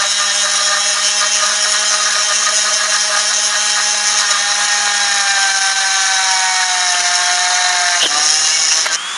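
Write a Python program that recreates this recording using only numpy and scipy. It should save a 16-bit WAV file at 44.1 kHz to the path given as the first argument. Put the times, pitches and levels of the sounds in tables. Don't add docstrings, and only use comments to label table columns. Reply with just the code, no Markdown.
import sys
import numpy as np
from scipy import signal
from scipy.fft import rfft, irfft, next_fast_len
from scipy.io import wavfile
from scipy.ndimage import map_coordinates

SR = 44100
rng = np.random.default_rng(int(sys.argv[2]) if len(sys.argv) > 2 else 0)


def materialize(psi):
    bounded = np.clip(np.atleast_2d(psi).T, -1, 1)
    quanta = np.round(bounded * 32767).astype(np.int16)
    wavfile.write(sys.argv[1], SR, quanta)


N = 404397
T = np.arange(N) / SR
JAM_S, FREE_S = 8.048, 8.958


def amp(db):
    return 10 ** (np.asarray(db) / 20)


def unit(x):
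    return x / np.sqrt(np.mean(x ** 2) + 1e-20)


def along(points, hz):
    freqs, values = np.transpose(points)
    return np.interp(np.log(hz + 1), np.log(freqs), values)


def curve(points):
    return np.interp(T, *np.transpose(points))


def wobble(rate):
    return map_coordinates(rng.standard_normal(int(N * rate / SR) + 4), [T * rate])


def swell(s, half_length):
    return np.exp(-.5 * ((T - s) / half_length) ** 2)


def bump(t, middle, length, steepness=3.1):
    return .5 ** np.minimum(np.abs(2 * (t - middle) / length), 10) ** steepness


def bursts(rows):
    t = T[::20]
    return np.interp(T, t, sum(amp(db) ** 2 * bump(t, s, length) for s, length, db in rows))


def filtered(x, response):
    size = next_fast_len(N + SR // 2)
    return irfft(rfft(x, size) * response(np.fft.rfftfreq(size, 1 / SR)), size)[:N]


def coloured(x, spectrum):
    return unit(filtered(x, lambda hz: amp(along(spectrum, hz))))


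def turns_of(speed, waver):
    return np.cumsum(speed * (1 + waver * wobble(25))) / SR


def grit(turns, memory, fresh_db, size=256):
    surface = rng.standard_normal((int(turns[-1]) + 2, size))
    surface = signal.lfilter([1], [1, -np.exp(-1 / memory)], surface, axis=0)
    passing = unit(map_coordinates(surface.ravel(), [turns * size]))
    return passing + amp(fresh_db) * rng.standard_normal(N)


def touch(turns, depth_db, scatter_db):
    return amp(depth_db * np.cos(2 * np.pi * turns) + scatter_db * wobble(200))


def harmonics(turns, speed, spectrum, flutter_db, top, fourth_db=0):
    out = np.zeros(N)
    for k in range(3, top + 1):
        db = along(spectrum, k * speed) + fourth_db * (k % 4 == 0)
        db += flutter_db * k / top * wobble(28)
        out += amp(db) * np.sin(2 * np.pi * (k * turns + rng.random()))
    return out


# (time [s], level [dB])
FEED_LEVEL = [(0, -22.5), (3.6, -22.5), (4.6, -18), (6.2, -19), (7.1, -18), (8.0, -16.5), (8.35, -22.5),
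              (8.95, -21.5)]
# (middle [s], length [s], level [dB])
BITE_BURSTS = [(.02, 0.071, -20), (.225, 0.067, -21), (.47, 0.047, -19), (.54, 0.027, -20.5),
               (.605, 0.036, -19), (.68, 0.016, -19.5), (.745, 0.087, -18.5), (.975, 0.054, -19),
               (1.23, 0.036, -18.5), (1.47, 0.12, -18.5), (1.66, 0.035, -21), (1.76, 0.037, -20.5),
               (1.835, 0.028, -19), (1.94, 0.05, -19.5), (2.01, 0.031, -19.5), (2.125, 0.15, -18.5),
               (2.31, 0.044, -19), (2.425, 0.018, -19), (2.49, 0.0582, -19), (2.685, 0.073, -19.5),
               (2.84, 0.073, -17.5), (2.955, 0.057, -18.5), (3.15, 0.089, -19), (3.32, 0.028, -19.5),
               (3.545, 0.037, -17.5), (3.795, 0.042, -16.5), (4.23, 0.052, -18.5), (4.345, 0.063, -20)]
def bite_rise_db():
    return 10 * np.log10(1 + bursts(BITE_BURSTS) / amp(curve(FEED_LEVEL)) ** 2)


# (middle [s], length [s], depth [dB])
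GRIP_LOSSES = [(4.669, 0.012, 7), (4.93, 0.011, 6), (5.532, 0.018, 4.5), (5.6, 0.013, 8), (5.746, 0.022, 6),
               (6.665, 0.045, 3.5), (7.027, 0.029, 3.5), (8.054, 0.012, 16), (8.091, 0.03, 8.5)]
def grip_db():
    return -sum(depth * bump(T, s, length) for s, length, depth in GRIP_LOSSES)


# (time [s], speed [turns/s])
BASE_SPEED = [(0, 204.7), (.78, 206), (1.25, 209.6), (2.0, 211.9), (2.33, 210.3), (2.8, 212.7),
              (3.1, 210.8), (4.17, 210.9), (4.38, 205.9), (4.72, 208.9), (5.0, 206.8), (5.5, 198),
              (6.0, 196.2), (6.6, 189), (7.02, 180.8), (7.65, 185), (7.97, 178.8)]
# (time [s], target speed [turns/s], settling time [s])
SPEED_CHANGES = [(8.03, 140, .025), (8.08, 163.5, .33), (8.915, 228, .36)]
def motor_speed():
    speed = curve(BASE_SPEED)
    for s, target, lag in SPEED_CHANGES:
        settling = target + (speed[int(s * SR)] - target) * np.exp(-np.maximum(T - s, 0) / lag)
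        speed = np.where(T < s, speed, settling)
    return speed - .25 * bite_rise_db()


# (frequency [Hz], level [dB])
HUM_SPECTRUM = [(150, -57), (197, -56), (205, -49), (295, -45), (345, -68), (365, -46.5), (380, -63),
                (408, -56), (422, -50)]
def rotor_hum(turns, speed):
    hum = np.zeros(N)
    for k in (1, 2):
        db = along(HUM_SPECTRUM, k * speed) + k * .86 * wobble(25)
        hum += amp(db) * np.sin(2 * np.pi * k * turns)
    return np.sqrt(2) * hum


# (frequency [Hz], level [dB])
HOUSING_SPECTRUM = [(1650, -18.5), (1870, -3.5), (2060, -21), (2290, -7), (2550, -20), (2740, -4.5),
                    (3000, -6), (3150, 0.5), (3290, 2), (3400, -13), (3560, -11), (3700, 3), (3790, -2.5),
                    (3890, 7), (3990, -9), (4110, -7), (4500, -34)]
def housing_buzz(turns, speed, free):
    pressed = 1 + amp(curve(CHATTER_LEVEL) + 22.5) ** 2
    gain = amp(-28 - 19 * free - .87 * bite_rise_db()) / pressed * (speed / 208) ** 3
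    return gain * harmonics(turns, speed, HOUSING_SPECTRUM, flutter_db=3.5, top=22)


def commutator_whine(turns, free, pulses_per_turn=18):
    return amp(-39.5 + 13.7 * free) * np.sin(2 * np.pi * pulses_per_turn * turns)


# (frequency [Hz], level [dB])
FAN_SPECTRUM = [(30, -46), (130, -26.5), (300, -13), (600, -14), (1220, 6), (1850, 2), (2550, -2.5),
                (3200, 0.5), (4100, -8), (7000, -2), (8000, -13.5), (9300, -7), (11400, -29)]
def fan_air(turns, speed, free):
    air = coloured(grit(turns, memory=6.9, fresh_db=4.5), FAN_SPECTRUM)
    return amp(-29 + 7.6 * free) * (speed / 200) ** 3 * air


# (time [s], half length [s], level [dB])
JOLTS = [(6.953, .005, -38), (7.005, 0.0061, -33), (8.041, .01, -27.5), (8.06, 0.0047, -27)]
def bottle_shudder():
    jolts = sum(amp(db) * swell(s, half) for s, half, db in JOLTS)
    tremble = amp(-41.5 + 2.5 * wobble(20)) * (T > JAM_S) * (T < FREE_S)
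    rumble = coloured(rng.standard_normal(N), [(30, -22), (300, 5.5), (700, 10), (2000, -30)])
    return (jolts + tremble) * rumble


# (time [s], level [dB])
RIM_KNOCKS = [(4.31, -13), (6.948, -14), (7.004, -11), (8.029, -11), (8.042, -11), (8.059, -6),
              (8.859, -1.5), (8.864, -2)]
# (frequency [Hz], level [dB])
GLASS_NOTES = [(650, -8), (1020, -1), (1380, 0), (1620, 0), (1950, -3), (2720, -7), (4000, -8)]
def knocks(ring_s=.014, crumble_s=.05):
    splinters = unit(rng.standard_normal(N) ** 3)
    trails = sum(amp(db - 60 * np.abs(T - s) / crumble_s) * (T >= s) for s, db in RIM_KNOCKS)
    force = amp(-21) * splinters * trails
    for s, db in RIM_KNOCKS:
        force[int(s * SR)] += amp(db)
    t = T[:SR // 10]
    ring = sum(amp(db - 60 * t / ring_s) * np.cos(2 * np.pi * hz * t) for hz, db in GLASS_NOTES)
    struck = signal.fftconvolve(force, ring / np.abs(ring).max())[:N]
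    return amp(2) * filtered(struck, lambda hz: hz ** 3 / (hz ** 3 + 450 ** 3))


# (time [s], half length [s], pitch [Hz], level [dB])
BIT_SQUEAKS = [(6.947, 0.007, 2870, -23), (7.007, 0.0043, 2837, -22), (8.02, 0.012, 2898, -18),
               (8.032, 0.0064, 3160, -14), (8.051, 0.0051, 3420, -15.5), (8.061, .012, 3160, -19),
               (8.72, 0.013, 2790, -22), (8.927, 0.02, 1584, -26)]
def squeaks():
    waver, out = wobble(700), np.zeros(N)
    for s, half, hz, db in BIT_SQUEAKS:
        near = np.abs(T - s) < 4 * half
        phase = 2 * np.pi * hz * np.cumsum(1 + .0007 / half * waver[near]) / SR
        tone = np.sin(phase) + amp(-16) * np.sin(3 * phase)
        out[near] += amp(db + 5.5) * swell(s, half)[near] * tone
    return out


# (frequency [Hz], half width [Hz], level over the scratching [dB])
RIM_NOTES = [(739, 22, -5.5), (1188, 17, -1.5), (2225, 12, -10.5), (2830, 30, -8.5), (5090, 57.4, -6.5),
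             (5602, 39, -7)]
def rim_squeal(speed, laps_per_turn=.995):
    rubbing = (T > JAM_S) & (T < FREE_S)
    lap_hz = (speed * (laps_per_turn + .0027 * wobble(150)))[rubbing]
    laps, out = np.cumsum(lap_hz) / SR, np.zeros(N)
    for hz, width, db in RIM_NOTES:
        tone = sum(np.sin(2 * np.pi * k * laps) / (1 + ((k * lap_hz - hz) / width) ** 2)
                   for k in range(1, 38))
        out[rubbing] += amp(db + 3.2 * wobble(50)[rubbing]) * tone
    fade_in = np.clip((T - JAM_S) / .088, 0, 1)
    return out * amp(curve(SCRATCH_LEVEL)) * fade_in


# (time [s], level [dB])
CHATTER_LEVEL = [(0, -38.5), (3.3, -37.5), (3.9, -30), (4.4, -31.5), (4.65, -26.5), (5.3, -25.5),
                 (5.9, -28.5), (6.4, -26), (7.1, -27.5), (7.7, -25.5), (7.98, -25.5), (8.02, -47)]
# (speed [turns/s], rolling [laps/turn])
LAPS_PER_TURN = [(184, .978), (208.5, .986)]
# (frequency [Hz], level [dB])
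WALL_SPECTRUM = [(540, -33), (625, -13), (715, 0), (776, -1.5), (820, -3), (893, -3.5), (942, 4), (970, -9),
                 (1030, -11.5), (1330, -12), (1430, -10), (1510, -3.5), (1552, 3.5), (1610, -2.5),
                 (1760, -3.5), (1850, 0.5), (1980, -14.5), (2260, -5.5), (2550, -15)]
def chatter(speed):
    lap_hz = speed * along(LAPS_PER_TURN, speed)
    laps = turns_of(lap_hz, waver=.0012)
    tone = harmonics(laps, lap_hz, WALL_SPECTRUM, flutter_db=2.5, top=13, fourth_db=5)
    level_db = curve(CHATTER_LEVEL) + 1 + grip_db() - 1.5 * bite_rise_db()
    return amp(level_db) * tone * (T < FREE_S)


# (frequency [Hz], level [dB])
RING_SPECTRUM = [(800, -42), (1230, 7), (1340, -17), (1470, 0.5), (1660, 1), (2100, -28)]
def wall_ring(turns, speed, bite_db, wall_hz=1250):
    in_tune = np.exp(-((6 * speed - wall_hz) / 45) ** 4)
    sing = amp(-20.5 + 3.6 * np.minimum(bite_db + 17, 1)) * np.sin(2 * np.pi * 6 * turns)
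    hoot = amp(-30.5 + .47 * (bite_db + 23) + 4.9 * wobble(60)) * np.sin(2 * np.pi * 3 * turns)
    rolling_db = curve(CHATTER_LEVEL)
    sing /= 1 + amp(rolling_db + 31.5) ** 2
    hoot /= 1 + amp(rolling_db + 36) ** 2
    rough_ring = coloured(grit(turns, memory=3.9, fresh_db=-2.5), RING_SPECTRUM)
    return in_tune * (sing + hoot) + amp(-4.5) * np.sqrt(bursts(BITE_BURSTS)) * rough_ring


# (frequency [Hz], level [dB])
GROWL_SPECTRUM = [(130, -51), (420, -27), (560, -22.5), (660, -12), (1000, -11.5), (1150, -6.5),
                  (1340, -8.5), (1830, -2), (2050, -13.5), (2550, -15), (3500, -17), (3950, -4),
                  (4600, -13.5), (11000, -48)]
def growl(turns, bite_db):
    rubbing = grit(turns, memory=3.8, fresh_db=-2.5) * touch(turns, depth_db=2.7, scatter_db=2)
    return amp(bite_db - 2) * coloured(rubbing, GROWL_SPECTRUM)


# (time [s], level [dB])
SCRATCH_LEVEL = [(0, -17.5), (2.3, -16.5), (4.4, -18.5), (7.3, -18.5), (8.11, -19.5), (8.27, -15.5),
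                 (8.81, -15.5), (8.89, -27)]
# (middle [s], length [s], level [dB])
SKID_BURSTS = [(.11, 0.037, -20), (.56, 0.037, -19), (.67, 0.032, -19.5), (1.055, 0.046, -18),
               (1.195, 0.043, -18), (1.36, 0.025, -17.5), (1.45, 0.053, -20), (1.57, 0.033, -25),
               (1.745, 0.044, -18), (1.94, 0.041, -19), (2.58, 0.043, -21), (2.75, 0.026, -21),
               (2.935, 0.057, -18), (3.0, 0.037, -22), (3.2, 0.056, -20.5), (3.28, 0.042, -21),
               (3.45, 0.042, -18.5), (3.7, 0.061, -18), (4.09, 0.06, -18), (4.195, 0.024, -15),
               (4.315, 0.019, -15.5), (4.64, 0.059, -20), (7.0, 0.02, -19), (8.945, 0.044, -15.5)]
# (frequency [Hz], level [dB])
SCRATCH_SPECTRUM = [(500, -40), (2250, -11), (2550, -16.5), (2800, -8.5), (3450, -14.5), (4030, -6.5),
                    (4380, -11.5), (4680, -17.5), (5120, -0.5), (5300, -2), (5520, 2.5), (5820, -3),
                    (6130, -0.5), (6900, -1.6), (7130, -10), (7950, -16.5), (9100, -12.5), (9680, -8.5),
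                    (10550, -18.5), (10800, -13), (11400, -43)]
def scratching(speed, bite_db):
    turns = turns_of(speed, waver=.001009)
    skips = grit(turns, memory=14, fresh_db=-15) * touch(turns, depth_db=5.5, scatter_db=1)
    scrape = grit(turns, memory=1.93, fresh_db=-1.5) * touch(turns, depth_db=2, scatter_db=1.5)
    skips, scrape = coloured(skips, SCRATCH_SPECTRUM), coloured(scrape, SCRATCH_SPECTRUM)
    on_rim = np.clip((T - JAM_S) / .53, 0, 1)
    duller = filtered(scrape, lambda hz: amp(along([(6500, 0), (9000, -4.5)], hz)))
    scrape = (1 - on_rim) * scrape + on_rim * duller
    bouncing = np.clip(speed / 212, 0, 1) ** 4 / (1 + amp(4.2 * (bite_db + 21)))
    scratch = np.sqrt(bouncing) * skips + np.sqrt(1 - bouncing) * scrape
    sliding = amp(curve(SCRATCH_LEVEL) - .35 * bite_rise_db())
    level_db = 10 * np.log10(sliding ** 2 + bursts(SKID_BURSTS)) + .41 * grip_db()
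    uneven_db = 1.1 * bouncing * wobble(30)
    return amp(level_db + 1 + uneven_db) * scratch


def grinding(speed):
    bite_db = curve(FEED_LEVEL) + bite_rise_db() + grip_db()
    contact = np.clip((FREE_S - T) / .0045 + 1, 0, 1)
    dragged_turns = turns_of(speed * .987, waver=.00402)
    biting = growl(dragged_turns, bite_db) + wall_ring(dragged_turns, speed, bite_db)
    return contact * (biting + scratching(speed, bite_db))


def scene():
    speed = motor_speed()
    turns = turns_of(speed, waver=.00079)
    free = np.clip((T - FREE_S) / .03 + 1, 0, 1)
    motor = rotor_hum(turns, speed) + housing_buzz(turns, speed, free)
    motor += commutator_whine(turns, free) + fan_air(turns, speed, free)
    glass = grinding(speed) + chatter(speed) + rim_squeal(speed)
    glass += squeaks() + bottle_shudder() + knocks()
    return (motor + glass)[None]


def record(dry, ceiling=.9, top_hz=11600):
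    rounded = dry[0] / (1 + np.abs(dry[0] / ceiling) ** 12) ** (1 / 12)
    return filtered(rounded, lambda hz: hz < top_hz)[None]


dry = scene()
out = record(dry)
materialize(out)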